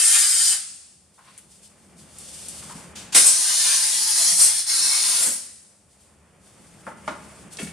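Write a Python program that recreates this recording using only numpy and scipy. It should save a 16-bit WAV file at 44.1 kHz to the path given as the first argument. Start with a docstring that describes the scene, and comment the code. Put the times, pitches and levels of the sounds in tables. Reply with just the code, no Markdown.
"""Large workshop: a blow gun is fired in long blasts into a cut rubber hose clamped in a vice.
Shaped noise makes the jet's hiss, the ringing hose air column, the rim shriek and the off-bore buffet.
Between blasts the gun leaks and clicks (gated noise); the hose end knocks and the vice stand booms
(decaying sines), and rubber slides and scrapes (resonant noise).
Clothes rustle, feet shuffle over the hum of the hall, and decaying noise tails give its echo."""
import sys
import numpy as np
from scipy import signal
from scipy.fft import rfft, irfft, next_fast_len
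from scipy.io import wavfile
from scipy.ndimage import uniform_filter1d

SR = 44100
rng = np.random.default_rng(int(sys.argv[2]) if len(sys.argv) > 2 else 0)


def log_audio(samples):
    """Write samples as a 16-bit WAV file to the path given in sys.argv[1]."""
    # one column per channel
    frames = np.atleast_2d(samples).T
    # limit to full scale, then quantise
    limited = np.clip(frames, -1, 1)
    pcm = np.round(limited * 32767).astype(np.int16)
    wavfile.write(sys.argv[1], SR, pcm)


N = 340452
T = np.arange(N) / SR
SIZE = next_fast_len(N, True)
F = np.maximum(np.fft.rfftfreq(SIZE, 1 / SR), 1)


def undb(db):
    """Decibels to gain."""
    return np.exp(np.asarray(db) * (np.log(10) / 20))


def unit(x):
    """Scale to rms 1."""
    return x / np.sqrt(np.mean(np.abs(x) ** 2))


def curves(rows):
    """Columns of a table, linearly interpolated over time."""
    t_s, *columns = np.transpose(rows)
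    return [np.interp(T, t_s, c) for c in columns]


def colour(points):
    """Gain over F from (f/Hz, level/dB) points, linear in dB over log frequency."""
    hz, db = np.transpose(points)
    return undb(np.interp(np.log(F), np.log(hz), db))


def band(lo_hz, hi_hz, order=12):
    """Band-pass gain with Butterworth-shaped skirts."""
    highpass = 1 + (lo_hz / F) ** (2 * order)
    lowpass = 1 + (F / hi_hz) ** (2 * order)
    return 1 / np.sqrt(highpass * lowpass)


def resonant(bed, modes, ring_db, spread=0.45, max_q=260):
    """Broad spectrum plus resonance peaks; losses cap the Q so peaks never get whistle-thin."""
    peaks, f = np.zeros(len(F), np.float32), F.astype(np.float32)
    for hz, width_hz, db in np.float32(modes):
        damped_hz = np.hypot(width_hz, hz / max_q)
        power = np.float32(undb(2 * db) * width_hz / damped_hz)
        detune = (f - hz) / np.float32(spread * damped_hz)
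        peaks += power / (1 + detune ** 2) ** 2
    return np.sqrt(unit(bed) ** 2 + peaks / peaks.mean() * undb(2 * ring_db))


# stereo width, side re mid: f/Hz, level/dB
WIDTH_POINTS = [(60, -16.5), (300, -8), (1000, -9), (2000, -8), (5000, -7), (9000, -3), (14000, -1.5)]


def noise(gain):
    """Stereo turbulence of a given spectrum, rms 1, wider in the treble."""
    draws = rng.standard_normal((2, 2 * len(F)), dtype=np.float32).view(np.complex64)
    mid, side = draws * gain.astype(np.float32)
    side = side * undb(np.interp(F, *np.transpose(WIDTH_POINTS))).astype(np.float32)
    return unit(irfft(np.array([mid + side, mid - side]), SIZE)[:, :N])


def walk(rate_hz):
    """Smooth random wander, spread near 1."""
    k = max(int(SR / rate_hz), 1)
    held = np.repeat(rng.standard_normal(N // k + 1), k)[:N]
    return 1.1 * uniform_filter1d(held, k)


def gate(start_s, length_s, t60_s, rise_s=.002):
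    """Linear rise, hold, then exponential decay."""
    end_s = start_s + length_s
    opening = np.interp(T, [start_s, start_s + rise_s], [0, 1])
    return opening * undb(np.interp(T, [end_s, end_s + 3 * t60_s], [0, -180]))


def bend(x, octaves):
    """Shift all frequencies of a steady stereo sound along a curve by varying the read speed."""
    read_s = np.cumsum(2 ** octaves) / SR % T[-1]
    return np.array([np.interp(read_s, T, c) for c in x])


# blasts A, B (clamped end) and C (new aim)
# jet spectra: f/Hz, level/dB
JET_FREE_END = [(1650, -45), (2800, -18), (3090, -13), (4060, -11.5), (4870, -5), (6350, -8.5), (9010, 2.5),
                (11400, -13.5), (12700, -16.5), (14900, -34)]
JET_CLAMPED_END = [(1650, -44), (2800, -19.5), (3680, -14.5), (4200, -12.5), (4770, -10), (5520, -11),
                   (7950, -5.5), (9400, 1), (10000, -1), (11300, -13.5), (14900, -28)]
JET_NEW_AIM = [(1650, -45), (2800, -17.5), (3310, -12), (4170, -8.5), (4870, -5.5), (5220, -10), (6090, -7),
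               (7890, -7.5), (9400, 3), (10700, -9.5), (14900, -26)]
# lengthwise air resonances of the hose: f/Hz, width before losses/Hz, level/dB
COLUMN_FREE_END = [(790, 44, -15), (900, 46, -21), (1199, 24, -9), (1375, 41, -4), (1530, 53, -6.5),
                   (1666, 35, -7), (1820, 67, -3.5), (2043, 54, -4.5), (2180, 30, -6), (2300, 16, -2.5),
                   (2430, 60, -6), (2630, 43, -8), (2790, 28, -16), (3010, 35, -0.5), (3180, 38, -0.5),
                   (3510, 37, 1.5), (3740, 27, -0.5)]
COLUMN_CLAMPED_END = [(679, 26, -12), (862, 26, -8), (1025, 28, -8.5), (1110, 15, -17.5), (1232, 27, -6),
                      (1416, 21, -9.5), (1581, 58, -7), (1774, 72, -6.5), (1943, 72, -5.5),
                      (2145, 41, -3.5), (2430, 40, -6), (2973, 67, -7), (3283, 36, -2), (3555, 80, -3),
                      (3780, 28, -1.5)]
COLUMN_NEW_AIM = [(506, 25, -17), (693, 33, -12), (870, 57, -9), (1018, 24, -7.5), (1200, 41, -12),
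                  (1398, 30, -9), (1583, 52, -7.5), (1764, 32, -10), (1928, 36, -5.5), (2190, 91, -8),
                  (2600, 24, -6.5), (3020, 38, -5), (3550, 22, 1), (3830, 21, 0.5)]
# high resonances of bore and nozzle: f/Hz, width before losses/Hz, level/dB
BORE_FREE_END = [(6050, 33, -3.5), (6350, 27, -15), (6410, 33, -3), (6800, 27, -3.5), (7070, 39, -2.5),
                 (7350, 48, -10), (7350, 34, -4), (7560, 44, -1.5), (8230, 42, 1.5), (8740, 58, 2),
                 (9200, 47, 2), (9000, 41, -3), (9450, 36, -1), (9400, 38, -3), (9730, 25, 4),
                 (10100, 92, -8)]
BORE_CLAMPED_END = [(4100, 40, -9.5), (4120, 50, -8.5), (4340, 81, -8), (4820, 64, -10.5), (5330, 140, -7),
                    (5700, 56, -2.5), (6270, 40, -7.5), (6970, 65, -7.5), (7700, 83, -6.5),
                    (8110, 51, -5.5), (9130, 520, -2)]
BORE_NEW_AIM = [(4230, 71, -5), (4640, 35, -2), (5030, 76, -6), (5354, 110, -3), (5560, 38, 1.5),
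                (5830, 40, -7), (5800, 41, -9), (6500, 52, -5), (6700, 33.5, -3), (7210, 140, -2.5),
                (7500, 33, -5), (8500, 81, -10.5), (8450, 36, 0), (9020, 81, -2), (9830, 81, 2),
                (10400, 73, -17)]
# trigger pull, opening to shutting: t/s, jet level/dB, hose ring re jet/dB
PULL_FREE_END = [(0.0, -24.5, -4.5), (0.06, -23.5, -7.5), (0.17, -23, -3.5), (0.26, -24.5, -9),
                 (0.36, -25, -9.5), (0.42, -25, -9.5), (0.49, -24, -11), (0.538, -27, -6)]
PULL_CLAMPED_END = [(3.148, -26.5, -8.5), (3.4, -26.5, -9), (3.68, -24, -7.5), (4.06, -27, -11),
                    (4.27, -23, -9), (4.43, -26.5, -11), (4.52, -32, -7.5), (4.6, -27.5, -9.5),
                    (4.64, -38.5, -6)]
PULL_NEW_AIM = [(4.668, -30.5, -11), (4.695, -25.5, -9), (4.87, -24, -10.5), (5.0, -26, -7.5),
                (5.08, -24, -8.5), (5.18, -26, -8.5), (5.225, -26, -7.5), (5.3, -32, -5.5),
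                (5.35, -34.5, -10)]
# colour change as the jet grazes the rim: f/Hz, level/dB
GRAZE_POINTS = [(7300, 3), (8200, 5.5), (9100, -1), (9800, -7), (11500, 1), (15000, -5.5)]
# low roar of air spilling past the bore: f/Hz, level/dB
BUFFET_POINTS = [(80, -20.5), (160, -7.5), (220, -5.5), (320, -6), (450, -4), (700, -0.5)]
# lowest hose resonances, boomed by the buffet: f/Hz, width before losses/Hz, level/dB
BOOM_MODES = [(185.6, 45, -1.5), (247, 110, -1), (342, 75, -0.5), (589, 82, -9)]
OFF_BORE_SHARE = 1.6  # how fast hose ring turns into broad rush as the jet grazes the rim


def blast(pull, jet, column, bore, column_db, bore_db, shriek_db, spill_db, close_t60_s,
          flutter_db=0.54, waver_db=1.37, drift_octaves=.008):
    """One trigger pull: the jet drives hose, rim and buffet until the valve shuts."""
    jet_db, hose_db, rim_db, buffet_db = aim(pull, shriek_db, spill_db)
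    treble = resonant(colour(jet) * band(3000, 16000), bore, bore_db)
    hiss = noise(treble * band(3810, 6880))

    # resonances drift as the nozzle covers more or less of the hose mouth
    ring = noise(resonant(F ** 0.87 * band(480, 3800), column, column_db, spread=0.38))
    ring = bend(ring, drift_octaves * walk(9))
    # grazing the rim: shriek changes colour and wavers; hose ring gives way to broad rush
    graze = np.clip((rim_db - 6) / 5, 0, 1)
    spill = np.clip(OFF_BORE_SHARE * graze, 0, 1)
    rush = noise(F ** 0.28 * band(480, 3800))
    hose = ring * np.sqrt(1 - spill) + rush * np.sqrt(spill)
    hose = hose * undb(hose_db + waver_db * walk(22.1))

    steady_rim = noise(treble * band(7150, 16000)) * np.sqrt(1 - graze)
    grazed_rim = noise(treble * band(7170, 16000) * colour(GRAZE_POINTS)) * np.sqrt(graze)
    rim = (steady_rim + grazed_rim * undb(0.75 * walk(70))) * undb(rim_db)

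    buffet = noise(resonant(colour(BUFFET_POINTS) * band(150, 760, order=3), BOOM_MODES, 2.1))
    buffet = buffet * undb(buffet_db + 2.0 * walk(24))
    valve = gate(pull[0][0] - .004, pull[-1][0] - pull[0][0], close_t60_s, rise_s=0.0029)
    return (hiss + hose + rim + buffet) * undb(jet_db + flutter_db * walk(45)) * valve


# stored pressure surges as the second blast opens: holds, then dies away
SURGE_S, SURGE_HOLD_S, SURGE_FALL_S = 3.149, 0.03, 0.05
SURGE_JET_DB, SURGE_HOSE_DB, SURGE_RIM_DB, SURGE_BUFFET_DB = 8.5, 5, 4.5, 19.5
# nozzle slips off the bore and back: t/s, half length/s, change of jet/dB, rim shriek/dB, buffet/dB
BORE_SLIPS = [(3.28, 0.033, 2, 7.5, -1), (4.356, 0.03, -7, 4, 10), (4.444, 0.069, 4.5, 6, 3),
              (5.283, 0.096, -1.5, 8, 14)]


def aim(pull, rim_db, buffet_db):
    """Levels of jet, hose ring, rim shriek and buffet from trigger pull, pressure surge and slips."""
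    jet_db, hose_db = curves(pull)
    surge = np.exp(-np.clip(T - SURGE_S - SURGE_HOLD_S, 0, 1) / SURGE_FALL_S) * (T > SURGE_S)
    levels = [jet_db + SURGE_JET_DB * surge, hose_db + SURGE_HOSE_DB * surge,
              rim_db + SURGE_RIM_DB * surge, buffet_db + SURGE_BUFFET_DB * surge]
    for t_s, half_s, jet, rim, buffet in BORE_SLIPS:
        if pull[0][0] < t_s < pull[-1][0]:
            levels = levels + np.outer([jet, 0, rim, buffet], swell(t_s, half_s))
    return levels


def swell(t_s, half_s):
    """Gaussian rise to 1 at t_s, and fall back."""
    return np.exp(-np.minimum(((T - t_s) / half_s) ** 2, 50))


def unsteady_aim(x, patchy_db=1.5, fine_db=2.0, size=2048):
    """Nozzle trembles in the hand: broad and narrow parts of the hiss swell and fade independently."""
    _, _, z = signal.stft(x, nperseg=size)
    broad, fine = rng.standard_normal((2, *z.shape[1:]))
    for _ in range(2):
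        broad = uniform_filter1d(uniform_filter1d(broad, size=8, axis=0), size=5, axis=1)
        fine = uniform_filter1d(uniform_filter1d(fine, size=3, axis=0), size=9, axis=1)
    gain = unit(undb(patchy_db * unit(broad) + fine_db * unit(fine)))
    return signal.istft(z * gain, nperseg=size)[1][:, :N]


# leak spectrum, also used for rustles and shop air: f/Hz, level/dB
LEAK_POINTS = [(1060, -46.5), (1800, -17.5), (2900, -11.5), (3620, -7.5), (3990, -13.5), (4320, -7.5),
               (6300, -8), (9300, -1), (10800, -13), (13400, -24.5), (14900, -28.5)]
# air seeping past the valve while the gun is carried to the vice: t/s, level/dB
SEEP_LEVELS = [(2.05, -64), (2.17, -48), (2.22, -42), (2.5, -40.5), (2.82, -46.5), (2.92, -57.5)]
# gloves and clothes rustling: t/s, length/s, level/dB, rise/s
RUSTLE_EVENTS = [(1.127, 0.38, -58.5, 0.018), (1.488, 0.094, -57, 0.03), (1.613, 0.038, -52.5, 0.022),
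                 (1.742, 0.25, -62, 0.059), (1.96, 0.072, -55.5, 0.04), (5.881, 0.053, -59, 0.04),
                 (5.989, 0.037, -57.5, 0.036), (6.39, 0.48, -57, 0.069), (6.85, .04, -56.5, 0.022),
                 (6.953, 0.093, -59.5, .04), (7.043, 0.38, -52.5, 0.028), (7.501, 0.026, -44, 0.026),
                 (7.58, 0.05, -38.5, .015)]
RUSTLE_T60_S = 0.42
# spurts as the trigger is touched: t/s, length/s, level/dB, t60/s
SPURT_EVENTS = [(2.951, 0.035, -38.5, 0.45), (3.121, 0.028, -29, 0.11)]
# spurt spectrum: f/Hz, level/dB
SPURT_POINTS = [(530, -36), (900, -3), (1360, -17), (1530, -4.5), (1950, -14), (2590, -3), (3860, -5),
                (9000, -4), (14900, -32)]
# clicks of gun and coupling, plus a bright edge on the hose end's tick at 2.626 s: t/s, level/dB, t60/s, centre
# f/Hz
CLICK_EVENTS = [(1.378, -32, 0.015, 9500), (1.382, -38.5, 0.059, 9600), (2.185, -33.5, .05, 9600),
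                (2.484, -30.5, 0.096, 9500), (2.6263, -37.5, .018, 1990), (7.527, -40, 0.031, 8300),
                (7.533, -35, .025, 8600), (7.570, -31, 0.033, 4940), (7.629, -29, 0.023, 9200),
                (7.670, -35, .025, 8500)]
# click spectrum: f/Hz, level/dB
CLICK_POINTS = [(880, -20), (2100, 3.5), (3000, -1), (5130, -3), (9870, 4.5), (14900, -28)]


def gun():
    """Gated noise for the gun and the hands on it: weak leak, rustles, spurts and clicks, one of which
    brightens a hose-end tick."""
    seep_start_s, seep_end_s = SEEP_LEVELS[0][0], SEEP_LEVELS[-1][0]
    leak = undb(curves(SEEP_LEVELS)[0]) * gate(seep_start_s, seep_end_s - seep_start_s, .1)
    rustles = sum(undb(db) * gate(t_s, length_s, RUSTLE_T60_S, rise_s=rise_s)
                  for t_s, length_s, db, rise_s in RUSTLE_EVENTS)
    hiss = noise(colour(LEAK_POINTS) * band(2200, 16000, order=4))
    hiss = hiss * (leak + rustles) * undb(1.6 * walk(60))

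    spurts = sum(undb(db) * gate(t_s, length_s, t60_s, rise_s=0.0087)
                 for t_s, length_s, db, t60_s in SPURT_EVENTS)
    clicks = 0
    for t_s, db, t60_s, hz in CLICK_EVENTS:
        click = noise(colour(CLICK_POINTS) * band(hz / 1.1, hz * 1.2, order=3))
        clicks = clicks + click * undb(db) * gate(t_s, 0, t60_s, rise_s=.001)
    return hiss + noise(colour(SPURT_POINTS)) * spurts + clicks


# hose end knocks: t/s, level/dB, bass/dB, treble edge f/Hz, t60/s, solid body/dB
KNOCK_EVENTS = [(2.626, -40, -23, 3500, 0.022, -8), (2.696, -39, -6.5, 3590, 0.09, -8),
                (6.867, -32.5, -5.5, 2000, 0.14, 0), (6.875, -35.5, 0, 2000, 0.11, 0),
                (6.917, -43.5, -4, 2200, 0.078, -4), (7.0774, -22, -0.5, 9000, 0.13, -1),
                (7.122, -41, 7, 3480, 0.16, -6)]
# clatter spectrum: f/Hz, level/dB
KNOCK_POINTS = [(100, -18.5), (210, 1.5), (330, -4.5), (470, -9.5), (600, 2), (720, -7.5), (880, 1),
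                (1100, -3), (1400, -3.5), (1750, -8), (2050, -11), (2500, -14.5), (4000, -20),
                (9000, -28.5), (12000, -42)]
# bench modes: f/Hz, level/dB, t60/s
BENCH_MODES = [(193, 0, 0.29), (232, 4.5, 0.3), (335, -3, 0.32), (607, 1, 0.29), (763, -5, 0.33),
               (846, 0, 0.26), (964, -7, 0.36), (1080, -3.5, 0.38), (1250, -9, 0.28), (1430, -6.5, 0.33),
               (1615, -14.5, 0.5), (1744, -13, 0.25), (2030, -10.5, 0.35), (2239, -17, 0.4)]
# short modes of the hose end, the solid body of a knock: f/Hz, level/dB, t60/s
HOSE_END_MODES = [(896, -1, 0.076), (1066, -3.5, 0.055), (1203, -1.5, 0.06), (1410, -3.5, 0.07),
                  (2090, -9.5, 0.04)]


def knocks(ring_db=-11, bass_hz=720, rattle_db=-19, rattle_t60_s=0.4, clatter_db=-2):
    """Hose end strikes and rebounds: solid clunk in dull clatter, loose rattle, bench rings on."""
    out, age_s = np.zeros((2, N + SR)), np.arange(SR // 2) / SR
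    bench_hz, mode_db, mode_t60_s = np.transpose(BENCH_MODES)[:, :, None]
    grit = noise(colour(KNOCK_POINTS))
    body = sum(undb(db - 60 * age_s / t60_s) * np.sin(2 * np.pi * hz * age_s) * (-1) ** k
               for k, (hz, db, t60_s) in enumerate(HOSE_END_MODES))
    for t_s, db, bass_db, soft_hz, t60_s, body_db in KNOCK_EVENTS:
        def contact(f):
            """A light touch drives the low modes less, a soft one the high modes."""
            return undb(bass_db / (1 + (f / bass_hz) ** 4)) / np.sqrt(1 + (f / soft_hz) ** 6)
        i = int(t_s * SR) + np.arange(len(age_s))
        spectrum = rfft(grit[:, i]) * contact(np.fft.rfftfreq(len(age_s), 1 / SR))
        fade = np.hypot(undb(-60 * age_s / t60_s), undb(rattle_db - 60 * age_s / rattle_t60_s))
        attack = np.minimum(age_s / 0.00053, 1)
        clatter = unit(irfft(spectrum, len(age_s))) * fade * attack
        decay = undb(mode_db - 60 * age_s / mode_t60_s)
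        modes = contact(bench_hz) * decay * np.sin(2 * np.pi * bench_hz * age_s)
        ring = (modes * rng.choice([-1, 1], bench_hz.shape)).sum(axis=0) / 2
        strike = undb(body_db) * body + undb(clatter_db) * clatter + undb(ring_db) * ring
        out[:, i] += undb(db) * strike
    return out[:, :N]


# hose bumps the vice as it is gripped or let go: t/s, level/dB, push centre f/Hz
THUMP_EVENTS = [(2.751, -36.5, 225), (4.318, -41.5, 169), (5.205, -42, 280), (5.272, -33.5, 290),
                (7.598, -30, 359), (7.625, -27.5, 217)]
# vice stand modes: f/Hz, level/dB, t60/s
STAND_MODES = [(170, -0.5, 0.33), (204.5, -6, 0.23), (242.6, -3, 0.18), (296, -7.5, 0.14),
               (404, -3.5, 0.15)]


def thumps(push_octaves=0.59, rise_s=0.0036):
    """Vice stand booms as decaying modes; each push favours those near its own frequency."""
    out, age_s = np.zeros(N + SR), np.arange(SR // 2) / SR
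    hz, mode_db, t60_s = np.transpose(STAND_MODES)[:, :, None]
    for t_s, db, push_hz in THUMP_EVENTS:
        drive = np.exp(-(np.log2(hz / push_hz) / push_octaves) ** 2)
        phase = 2 * np.pi * (hz * age_s + rng.random(hz.shape))
        modes = drive * undb(mode_db - 60 * age_s / t60_s) * np.sin(phase)
        boom = modes.sum(axis=0) * np.minimum(age_s / rise_s, 1)
        out[int(t_s * SR) + np.arange(len(age_s))] += undb(db) * boom
    return out[:N]


# hose drags in the vice: t/s, length/s, level/dB
DRAG_EVENTS = [(7.585, 0.015, -37.5), (7.605, 0.013, -48), (7.669, .008, -44.5)]
# scrape spectrum: f/Hz, level/dB
SCRAPE_POINTS = [(260, -25), (450, 5), (800, -2), (1100, -4), (1800, -2), (2700, -2), (3360, -2),
                 (3900, -7), (8000, -15), (10400, -30), (15000, -60)]
# resonances rattling in the jaws: f/Hz, width before losses/Hz, level/dB
JAW_MODES = [(1420, 36, -6), (1800, 46, 0), (2230, 39, 1.5), (2420, 23, -5), (2630, 43, -1), (2830, 47, -2),
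             (3270, 78, -5)]


def drag(ring_db=0.5):
    """Rubber scrapes through the vice: gritty noise excites the jaw resonances."""
    scrape = sum(undb(db) * gate(t_s, length_s, 0.17, rise_s=0.0021)
                 for t_s, length_s, db in DRAG_EVENTS)
    return noise(resonant(colour(SCRAPE_POINTS), JAW_MODES, ring_db)) * scrape * undb(2.4 * walk(200))


# hose end slides: t/s, length/s, level/dB, starting pitch/octaves, rise/(octaves/s)
SCUFF_EVENTS = [(1.175, 0.039, -53, -0.076, 0.71), (1.251, 0.047, -55, 0.086, 0.088),
                (2.702, 0.018, -45.5, -0.038, 1.0), (2.776, 0.019, -51.5, -0.14, 0)]
# resonances of the sliding hose end: f/Hz, width before losses/Hz, level/dB
SLIDE_MODES = [(1010, 190, 1.5), (1490, 220, -8.5)]
# nozzle drawn out of the hose, one row: t/s, length/s, level/dB
WITHDRAWAL = (1.184, 0.21, -58)


def scuffs():
    """Hose end slides in short squeaks of pitch-bent resonant noise; the nozzle rasps out of it."""
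    rub = noise(resonant(band(750, 1700, order=3), SLIDE_MODES, 3.5))
    strokes = 0
    for t_s, length_s, db, pitch, rise in SCUFF_EVENTS:
        squeak = bend(rub, pitch + rise * np.clip(T - t_s, 0, length_s))
        strokes = strokes + squeak * undb(db) * gate(t_s, length_s, 0.14, rise_s=.008)
    t_s, length_s, db = WITHDRAWAL
    rasp = noise(band(1500, 3900, order=3)) * undb(db) * gate(t_s, length_s, 0.06, rise_s=0.12)
    return (strokes + rasp) * undb(1.8 * walk(120))


def scattered(x, smooth_from_hz=1000, size=512, count=13):
    """Jet at the far walls: treble peaks differ by direction and together make a smooth hiss."""
    hz, _, z = signal.stft(x.mean(axis=0), fs=SR, nperseg=size)
    smooth = np.sqrt(np.abs(uniform_filter1d(np.abs(z) ** 2, size=count, axis=0)))
    hiss = unit(signal.stft(rng.standard_normal(N), nperseg=size)[2])
    mixed = np.where(hz[:, None] < smooth_from_hz, z, smooth * hiss)
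    return signal.istft(mixed, nperseg=size)[1][:N]


def hall(x, far, early_db=-7, early_t60_s=0.28, late_db=-14.5, late_t60_s=0.92,
         damp_hz=10800, waver_s=0.0001955, count=14):
    """Quick returns from bench and racks, then hall ring; paths shift as the worker moves."""
    age_s = np.arange(SR) / SR
    damping = signal.butter(6, damp_hz, fs=SR, output="sos")
    wet, hop = np.zeros((2, 2 * N)), N // count + 1
    # new noise tails for each half-overlapping stretch
    for start in range(-hop, N, hop):
        early, late = rng.standard_normal((2, 2, len(age_s)))
        early = early * undb(-60 * age_s / early_t60_s) * (age_s > .004)
        early = undb(early_db) * unit(early)
        late = signal.sosfilt(damping, late) * undb(-60 * age_s / late_t60_s) * (age_s > .02)
        late = undb(late_db) * unit(late)
        i = np.arange(max(start, 0), min(start + 2 * hop, N))
        window = np.sin(np.pi * (i - start) / (2 * hop))
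        for sound, tail in (x, early), (far, late):
            piece = sound[:, i].mean(axis=0) * window
            echo = signal.fftconvolve(piece[None], tail, axes=1) / np.sqrt(len(age_s))
            wet[:, i[0]:i[0] + echo.shape[1]] += echo
    # stirred air makes path lengths waver, blurring tones in the echo
    wet = np.array([np.interp(T - waver_s * walk(35), T, w[:N]) for w in wet])
    mid, side = rfft(wet, SIZE)
    # long waves reach both sides alike
    side = side * np.minimum(colour(WIDTH_POINTS) * undb(1.5), 1)
    return x + irfft(np.array([mid + side, mid - side]), SIZE)[:, :N]


# left minus right level of the work: f/Hz, level/dB
PAN_POINTS = [(100, -0.5), (600, 1.5), (3000, 0.2), (8500, 2), (13000, 1)]


def leftward(x):
    """Left channel faces the work and gets more of its treble."""
    pan_db = np.interp(F, *np.transpose(PAN_POINTS))
    return irfft(rfft(x, SIZE) * undb(np.array([pan_db, -pan_db]) / 2), SIZE)[:, :N]


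# level of the shop floor's rumble, steps and shuffle; dips during the later blasts,
# then slowly climbs: t/s, level/dB
FLOOR_LEVELS = [(1.0, -67), (1.65, -62), (2.2, -56), (2.65, -51), (3.1, -51.5), (3.3, -64), (5.6, -66.5),
                (6.5, -59), (7.1, -53), (7.72, -52)]
# shop floor spectrum: f/Hz, level/dB
SHOP_POINTS = [(15, -52.5), (25, -24.5), (65, -3.5), (123, -3.5), (206, 0), (248, -10), (501, -9.5),
               (544, -8), (774, -12), (858, -10), (951, -16), (1050, -12), (1770, -15), (3500, -17),
               (4550, -46), (7700, -120)]
# machine hum within the rumble: f/Hz, width before losses/Hz, level/dB
HUM_MODES = [(76.4, 10, 5)]
RUMBLE_DB, STEPS_DB, SHUFFLE_DB = -3, 1, 1  # re FLOOR_LEVELS
HUM_DB = -79  # steady minimum of the rumble


def shop(air_db=-65):
    """Band-limited noise: low hum of the hall, shuffling steps and faint steady hiss."""
    floor_db, = curves(FLOOR_LEVELS)
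    bed = colour(SHOP_POINTS)
    low = np.hypot(undb(HUM_DB), undb(floor_db + RUMBLE_DB))
    rumble = noise(resonant(bed * band(25, 126.7, order=5), HUM_MODES, 0)) * low * undb(1.24 * walk(6.1))
    steps = noise(bed * band(130, 386, order=5)) * undb(floor_db + STEPS_DB + 2.3 * walk(14))
    # the shuffle is brighter where it is louder
    bright = noise(bed * band(1000, 2800, order=5)) * undb(-3 + 0.3 * (floor_db + 51.5))
    shuffle = 0.65 * noise(bed * band(370, 1000, order=5)) + bright
    shuffle = shuffle * undb(floor_db + SHUFFLE_DB + 1.2 * walk(30))
    return rumble + steps + shuffle + undb(air_db) * noise(colour(LEAK_POINTS))


def scene():
    """Three blasts and the handling around them, echoed and panned, over the shop background."""
    first = blast(PULL_FREE_END, JET_FREE_END, COLUMN_FREE_END, BORE_FREE_END, column_db=4.5,
                  bore_db=-2.5, shriek_db=6.0, spill_db=-39.5, close_t60_s=0.21)
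    second = blast(PULL_CLAMPED_END, JET_CLAMPED_END, COLUMN_CLAMPED_END, BORE_CLAMPED_END, column_db=1.0,
                   bore_db=-5.5, shriek_db=3.5, spill_db=-36.0, close_t60_s=0.22)
    third = blast(PULL_NEW_AIM, JET_NEW_AIM, COLUMN_NEW_AIM, BORE_NEW_AIM, column_db=0.0,
                  bore_db=-4, shriek_db=2.0, spill_db=-31.0, close_t60_s=0.37)
    air = undb(0.5) * unsteady_aim(first + second + third)
    handling = gun() + knocks() + scuffs() + drag() + thumps()
    return leftward(hall(air + handling, scattered(air) + handling)) + shop()


TOP_HZ = 15100


def record(dry):
    """Clip at full scale, then cut steeply above TOP_HZ."""
    lowpass = signal.ellip(10, .2, 70, TOP_HZ, fs=SR, output="sos")
    return signal.sosfilt(lowpass, np.clip(dry, -1, 1))


dry = scene()
out = record(dry)
log_audio(out)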